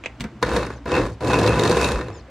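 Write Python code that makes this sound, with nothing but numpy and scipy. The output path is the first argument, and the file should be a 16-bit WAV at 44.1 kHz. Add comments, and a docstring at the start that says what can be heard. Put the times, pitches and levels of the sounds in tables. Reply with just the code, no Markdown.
"""A small kitchen, stereo microphone close to a countertop blender. The lid clicks on, a button is
pressed, and the motor is pulsed twice, then runs a little longer. The blade batters chunks of
vegetable in sauce, ringing the jar and housing; the base hums and shakes on the counter, and the
shaft squeals each time it coasts to rest. Bass sits in the middle, treble spreads wide."""
import sys
import numpy as np
from scipy import signal
from scipy.fft import rfft, irfft, next_fast_len
from scipy.io import wavfile
from scipy.ndimage import map_coordinates

SR = 44100
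rng = np.random.default_rng(int(sys.argv[2]) if len(sys.argv) > 2 else 0)


def digitize_waveform(pressure):
    """Quantize a signal to 16-bit integers and store it at the path in sys.argv[1].

    Rows of a 2-D input are taken as channels; values are limited to [-1, 1].
    """
    field = np.atleast_2d(pressure).T
    bounded = np.clip(field, -1, 1)
    quanta = np.round(bounded * 32767).astype(np.int16)
    wavfile.write(sys.argv[1], SR, quanta)


N = 101429

# motor runs: power on/s, power off/s, standstill/s, level/dB, fall while coasting/dB, squeal/dB
MOTOR_RUNS = [(0.417, 0.561, 0.8, -19, 27.5, -62.5), (.857, 0.989, 1.162, -16.5, 32, -66),
              (1.206, 1.858, 2.22, -18.5, 30, -56)]
# resonances of jar and housing: f/Hz, width/Hz, lift/dB
BODY_RESONANCES = [(309, 100, 5), (492.2, 61, 7), (823, 41, 5), (1007.3, 104, 10.5), (1233, 13, 4.5),
                   (1460, 44, 8), (1702, 86, 4), (1823, 29, 7), (2196, 45, 5.5), (3756, 77, 6),
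                   (4194, 110, 3.5)]
# spectrum of a dull knock on the blender: f/Hz, level/dB
KNOCK_SPECTRUM = [(50, -28), (160, -2), (430, 6), (620, -3.5), (830, -4), (1300, -3), (2000, -4.5),
                  (3000, -21), (6000, -29), (16000, -62)]


def amp(db):
    """Decibels to amplitude."""
    return 10 ** (np.asarray(db) / 20)


def unit(x):
    """x scaled to rms 1."""
    return x / np.sqrt(np.mean(x ** 2) + 1e-20)


def along(points, hz):
    """Interpolate (f/Hz, value) points on a log frequency axis."""
    f, values = np.transpose(points)
    return np.interp(np.log(hz + 1), np.log(f + 1), values)


def curves(rows):
    """One value per sample for each column after the time."""
    times, *columns = np.transpose(rows)
    return [np.interp(np.arange(N) / SR, times, column) for column in columns]


def wobble(rate):
    """A smooth random curve, rate knots a second."""
    return map_coordinates(rng.standard_normal(int(N * rate / SR) + 4), [np.arange(N) * rate / SR])


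def peak(f, hz, width):
    """A resonance curve of height 1 at hz."""
    return 1 / (1 + (2 * (f - hz) / width) ** 2)


def filtered(x, response):
    """x through a frequency response."""
    size = next_fast_len(N + SR // 2)
    return irfft(rfft(x, size) * response(np.fft.rfftfreq(size, 1 / SR)), size)[..., :N]


def coloured(x, gain_db):
    """x through a causal filter of unit power, shaped by gain_db(f)."""
    size = 2 * next_fast_len(N)
    gain = unit(amp(gain_db(np.fft.rfftfreq(size, 1 / SR))))
    cepstrum = irfft(np.log(np.maximum(gain, 1e-6)))
    cepstrum[1:size // 2] *= 2  # fold to minimum phase
    cepstrum[size // 2 + 1:] = 0
    return irfft(rfft(x, size) * np.exp(rfft(cepstrum)), size)[..., :N]


def toned(x, spectrum, resonances=()):
    """x through a spectrum and the resonances that stand on it."""
    return coloured(x, lambda f: along(spectrum, f)
                    + sum(db * peak(f, hz, width) for hz, width, db in resonances))


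def bursts(rows, t60, attack_s):
    """A dying puff of noise for each (t/s, level/dB) row, as mid and side."""
    t, power = np.arange(N) / SR, np.zeros(N)
    for start, db in rows:
        age = np.maximum(t - start, 0)
        power += (amp(db - 60 * age / t60) * (1 - np.exp(-age / attack_s))) ** 2
    return np.sqrt(power) * rng.standard_normal((2, N))


def patter(rate, scatter_db, life_s, wash):
    """Uneven small impacts, rate a second, over a steady wash; rms 1, as mid and side."""
    slots = np.arange(int(rate * N / SR))
    jitter, chance = rng.random((len(slots), 2)).T
    onsets = np.minimum(((slots + jitter) * SR / rate).astype(int), N - 1)
    strength_db = scatter_db * np.minimum(-np.log(1 - chance), np.pi)
    blows = np.bincount(onsets, amp(strength_db) ** 2, N)
    power = signal.lfilter([1], [1, -np.exp(-2 / (life_s * SR))], blows)
    return unit(np.sqrt(power / power.mean() + wash) * rng.standard_normal((2, N)))


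def lid():
    """Plastic snaps onto the jar's rim."""
    snaps = [(.0378, -29.5), (.0473, -33), (.0588, -19.5)]  # the lid seats: t/s, level/dB
    snap_spectrum = [(100, -6), (500, -1), (1400, -9), (2150, 2), (2700, -3.5), (3300, -7.5), (5000, -25),
                     (7000, -20.5), (10000, -48), (16000, -57)]  # f/Hz, level/dB
    return toned(bursts(snaps, t60=0.04, attack_s=0.00016), snap_spectrum)


def button():
    """The switch clicks and the push knocks and thumps the housing."""
    contacts = [(.199, -38, -48, -26), (.2064, -23.5, -42, -33), (.215, -31, -44, -26),
                (.2399, -31, -31, -23)]  # the button goes down, then a last snap and knock as it is let go: t/s, click/dB, knock/dB, thump/dB
    click_spectrum = [(100, -32), (500, -7), (1500, -6.5), (2300, -1), (3000, -9), (4000, -10), (5000, -14),
                      (8000, -17), (10000, -28.5), (16000, -35)]  # f/Hz, level/dB
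    housing_modes = [(62, -2.5, 0.13), (145, 5, 0.076), (219, 7.5, 0.079)]  # f/Hz, level/dB, t60/s
    clicks = bursts([(s, db) for s, db, _, _ in contacts], t60=0.03, attack_s=0.0001)
    knocks = bursts([(s, db) for s, _, db, _ in contacts], t60=0.15, attack_s=0.00056)
    out = toned(clicks, click_spectrum) + toned(knocks, KNOCK_SPECTRUM)
    for start, _, _, thump_db in contacts:
        age = np.maximum(np.arange(N) / SR - start, 0)
        attack = 1 - np.exp(-age / 0.0062)
        for hz, db, t60 in housing_modes:
            out[0] += attack * amp(thump_db + db - 60 * age / t60) * np.sin(2 * np.pi * hz * age)
    return out


def drive():
    """Loudness follows the shaft: it gathers speed under power and coasts down without."""
    spin_up_s, spin_up_db, stop_s = 0.048, 16, 0.029
    t, gain = np.arange(N) / SR, np.zeros(N)
    for on, off, rest, db, fall_db, _ in MOTOR_RUNS:
        lag_db = spin_up_db * np.exp(-np.maximum(t - on, 0) / spin_up_s)
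        coast_db = fall_db * np.maximum(t - off, 0) / (rest - off)
        turning = (t > on) * np.clip((rest - t) / stop_s, 0, 1)
        gain += amp(db - lag_db - coast_db) * turning
    return gain


def sauce():
    """Thick sauce tumbles and surges round the turning blade; air blups through it with the power off."""
    rumble_spectrum = [(15, -70), (35, -50), (70, 7.5), (95, -1.5), (135, -1.5), (162, 11), (200, -5.5),
                       (300, -9.5), (600, -45), (3000, -100)]  # the tumbling load: f/Hz, level/dB
    surges = [(0.575, 0.024, -26.5), (0.954, 0.042, -26), (1.333, 0.028, -25.5), (1.455, 0.032, -27),
              (1.583, 0.015, -18.5), (1.657, 0.012, -18), (1.705, 0.015, -19)]  # t/s, half-width/s, level/dB
    surge_spectrum = [(20, -70), (150, -37.5), (300, -11), (370, 0), (490, 3), (570, -11), (900, -37),
                      (3000, -100)]  # f/Hz, level/dB
    blups = [(0.321, 339, -37), (0.351, 217, -32.5), (.803, 283, -33), (1.113, 107, -25),
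             (2.098, 103, -22.5), (2.178, 87.5, -31), (2.28, 536, -37.5)]  # air bubbles: t/s, f/Hz, level/dB
    blup_t60 = 0.092
    t, motor = np.arange(N) / SR, drive()
    tumbling = amp(-31) * (motor / motor.max()) ** 0.9  # swings a little less than the motor
    out = tumbling * toned(rng.standard_normal((2, N)), rumble_spectrum)
    swell = sum(amp(db) * np.exp(-((t - s) / width) ** 2) for s, width, db in surges)
    out += swell * toned(rng.standard_normal((2, N)), surge_spectrum)
    for start, hz, db in blups:
        age = np.maximum(t - start, 0)
        attack = 1 - np.exp(-age / 0.016)
        out += attack * amp(db + 8.5 - 60 * age / blup_t60) * np.sin(2 * np.pi * hz * age)
    return out


def base():
    """The base rocks on its rubber feet and the windings hum, both unsteadily, dead centre."""
    vibration = [(0.41, -50, -48), (0.45, -29, -30.5), (0.518, -32, -43), (0.546, -17.5, -42),
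                 (0.576, -29, -29.5), (0.818, -40, -46), (1.026, -25, -25), (1.2, -41.5, -50),
                 (1.246, -28, -28.5), (1.508, -29, -18.5), (1.54, -19, -31), (1.692, -49, -21),
                 (1.754, -23.5, -41), (1.844, -24.5, -29), (1.918, -33, -35), (1.954, -20.5, -44),
                 (2.064, -39.5, -35), (2.29, -47, -61)]  # t/s, rocking/dB, mains hum/dB
    rock_hz, hum_hz = 62.3, 117
    rock_db, hum_db = curves(vibration)
    tone = lambda hz: np.sqrt(2) * np.sin(2 * np.pi * np.cumsum(hz) / SR)
    rock = amp(rock_db - 4.5 + 1.9 * wobble(25.2)) * tone(rock_hz + 7 * wobble(29.96))
    hum = amp(hum_db - 2.5 + 2.9 * wobble(25.14)) * tone(hum_hz + 6 * wobble(24.7))
    return np.array([rock + hum, np.zeros(N)])


def blade():
    """Sauce churns, pieces are chopped and crunched, and the strikes ring the jar's wall."""
    workload = [(.45, -5, -7, -17), (.57, 0.5, 3.5, 3), (.7, 0.5, -1, -6), (.88, 1, -10, -9),
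                (.97, 0.5, -10, 7.5), (1.08, 5.5, 3.5, -31), (1.25, 2, 0.5, -0.5), (1.34, 0.5, 0, 3),
                (1.47, 0.5, 0.5, -1), (1.54, -1.5, -2.5, -2), (1.62, 2.5, -3, -6.5), (1.7, 2, 5, -1),
                (1.75, -4, 2.5, 4.5), (1.83, -1, 8.5, 10), (1.9, 0.5, 4, 2), (2.1, 3, -8, 0.5)]  # how hard the blade works: t/s, churn/dB, crunch/dB, jar ring/dB
    churn_spectrum = [(15, -65), (30, -40), (70, -2.5), (120, -4), (170, -1), (230, -2), (350, -0.5),
                      (520, -0.5), (720, -7), (1200, -24), (3000, -71), (8000, -100)]  # f/Hz, level/dB
    chop_spectrum = [(100, -27), (400, -5.5), (700, -2.5), (1100, 1.5), (1750, -2.5), (2300, -7.5),
                     (3100, -13.5), (4200, -13.5), (7000, -22), (10000, -33.5), (16000, -53)]  # f/Hz, level/dB
    crunch_spectrum = [(500, -25), (2000, -4), (3100, -4), (4200, 0), (6300, -1), (9700, -6), (10600, -15),
                       (14000, -21), (16000, -36)]  # f/Hz, level/dB
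    wall_modes = [(2447, 40, 2.5), (2534, 78, 1.5), (2670, 122, -0.5)]  # the jar's wall: f/Hz, width/Hz, level/dB
    churn_db, crunch_db, ring_db = curves(workload)
    strikes = patter(rate=190, scatter_db=4.5, life_s=0.0028, wash=0.6)
    slaps = patter(rate=130, scatter_db=2.5, life_s=0.0077, wash=0.36)
    ticks = patter(rate=280, scatter_db=4.5, life_s=0.0012, wash=0.25)
    churn = amp(churn_db - 2) * toned(slaps, churn_spectrum, BODY_RESONANCES)
    chop = amp(-6) * toned(strikes, chop_spectrum, BODY_RESONANCES)
    crunch = amp(crunch_db - 22.5) * toned(ticks, crunch_spectrum, BODY_RESONANCES)
    wall_db = lambda f: 20 * np.log10(sum(amp(db) * peak(f, hz, width) for hz, width, db in wall_modes))
    ring = amp(ring_db - 19.5 + 2.9 * wobble(45.02)) * coloured(strikes, wall_db)
    return drive() * (churn + chop + crunch + ring)


def chunks():
    """Big pieces, hit by the blade, knock against the jar and crack; the first, loudest knock is the motor
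    kicking as it starts."""
    hits = [(0.4261, -6, -19), (0.432, -23.5, -51), (0.5633, -14.5, -21), (.638, -32, -46),
            (0.666, -24, -47), (.702, -23.5, -42), (0.711, -36, -55), (.858, -23.5, -53), (0.95, -13, -30),
            (0.963, -12, -29), (.98, -17, -36), (1.015, -21, -53), (1.2067, -27, -38), (1.2457, -31, -32),
            (1.271, -23, -27), (1.301, -12.5, -32), (1.3323, -17.5, -23), (1.3877, -37, -21),
            (1.4316, -26, -24), (1.462, -29, -20), (1.474, -19, -18), (1.5934, -18, -18.5),
            (1.6348, -15.5, -17.5), (1.651, -15, -23), (1.6747, -29, -20.5), (1.711, -19, -21),
            (1.769, -9.5, -26), (1.843, -25, -18.5), (1.917, -20, -25), (1.988, -22.5, -43),
            (2.011, -23, -42), (2.082, -29, -40)]  # t/s, knock/dB, crack/dB
    crack_spectrum = [(500, -29), (2000, -5), (3100, -0.5), (4100, 5.5), (5200, -2.5), (7000, -5.5),
                      (10000, -14), (14000, -23.5), (16000, -36)]  # f/Hz, level/dB
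    knocks = bursts([(s, db) for s, db, _ in hits], t60=0.046, attack_s=0.0012)
    cracks = bursts([(s, db) for s, _, db in hits], t60=0.029, attack_s=0.00091)
    return toned(knocks, KNOCK_SPECTRUM, BODY_RESONANCES) + toned(cracks, crack_spectrum, BODY_RESONANCES)


def squeal():
    """The shaft squeals in fits just before it stops, its pitch sagging ever faster."""
    partials = [(2, -9), (3, -0.5), (4, 1.5)]  # multiple of the fundamental, level/dB
    fundamental_hz, sag, length_s = 1820, 0.4, 0.093
    t, out = np.arange(N) / SR, np.zeros((2, N))
    for _, _, rest, _, _, db in MOTOR_RUNS:
        progress = np.clip(1 - (rest - t) / length_s, 0, 1)
        hz = fundamental_hz * (1 - sag * progress ** 2.3) * (1 + 0.01 * wobble(700))
        phase = 2 * np.pi * np.cumsum(hz) / SR
        arch = np.sqrt(4 * progress * (1 - progress))
        for multiple, partial_db in partials:
            out += amp(db + partial_db + 4 * wobble(160)) * arch * np.sin(multiple * phase)
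    return out


def kitchen(x):
    """Counter and walls answer the mid channel; each frequency dies at its own speed."""
    decay_times = [(100, 0.3), (1000, 0.17), (4000, 0.21), (14000, 0.13)]  # f/Hz, t60/s
    hz, t, noise = signal.stft(rng.standard_normal((2, SR // 2)), SR, nperseg=256)
    tail = signal.istft(noise * amp(-60 * t / along(decay_times, hz)[:, None]), SR, nperseg=256)[1]
    return signal.fftconvolve(x[:1], tail / np.linalg.norm(tail[0]), axes=1)[:, :N]


def scene():
    """Blender and room tone at the microphone, left and right; near reflections spread the treble."""
    room_spectrum = [(25, -26), (58, 7), (110, -8), (200, -6.5), (290, -3), (420, -12.5), (600, -12.5),
                     (1000, -15), (1600, -19), (2400, -23.5), (3500, -29.5), (7500, -39.5), (10000, -52),
                     (16000, -63)]  # room tone: f/Hz, level/dB
    stereo_width = [(60, -44), (180, -41.5), (350, -25.5), (700, -13), (1400, -25), (2800, -8.5),
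                    (5600, -6), (10000, -0.5), (14000, -3)]  # f/Hz, side over mid/dB
    counter_delay_s, diffuse_share = 0.0022, 0.45
    blender = blade() + chunks() + sauce() + squeal() + lid() + button()
    room_tone = amp(-45) * toned(rng.standard_normal((2, N)), room_spectrum)
    mid, diffuse = blender + amp(-12) * kitchen(blender) + base() + room_tone
    reflection = filtered(mid, lambda hz: np.exp(-2j * np.pi * hz * counter_delay_s))
    side = np.sqrt(1 - diffuse_share) * reflection + np.sqrt(diffuse_share) * diffuse
    side = filtered(side, lambda hz: amp(along(stereo_width, hz)))
    return np.array([mid + side, mid - side])


def record(dry):
    """The recorder keeps nothing above 16 kHz."""
    return filtered(dry, lambda hz: hz < 16000)


dry = scene()
out = record(dry)
digitize_waveform(out)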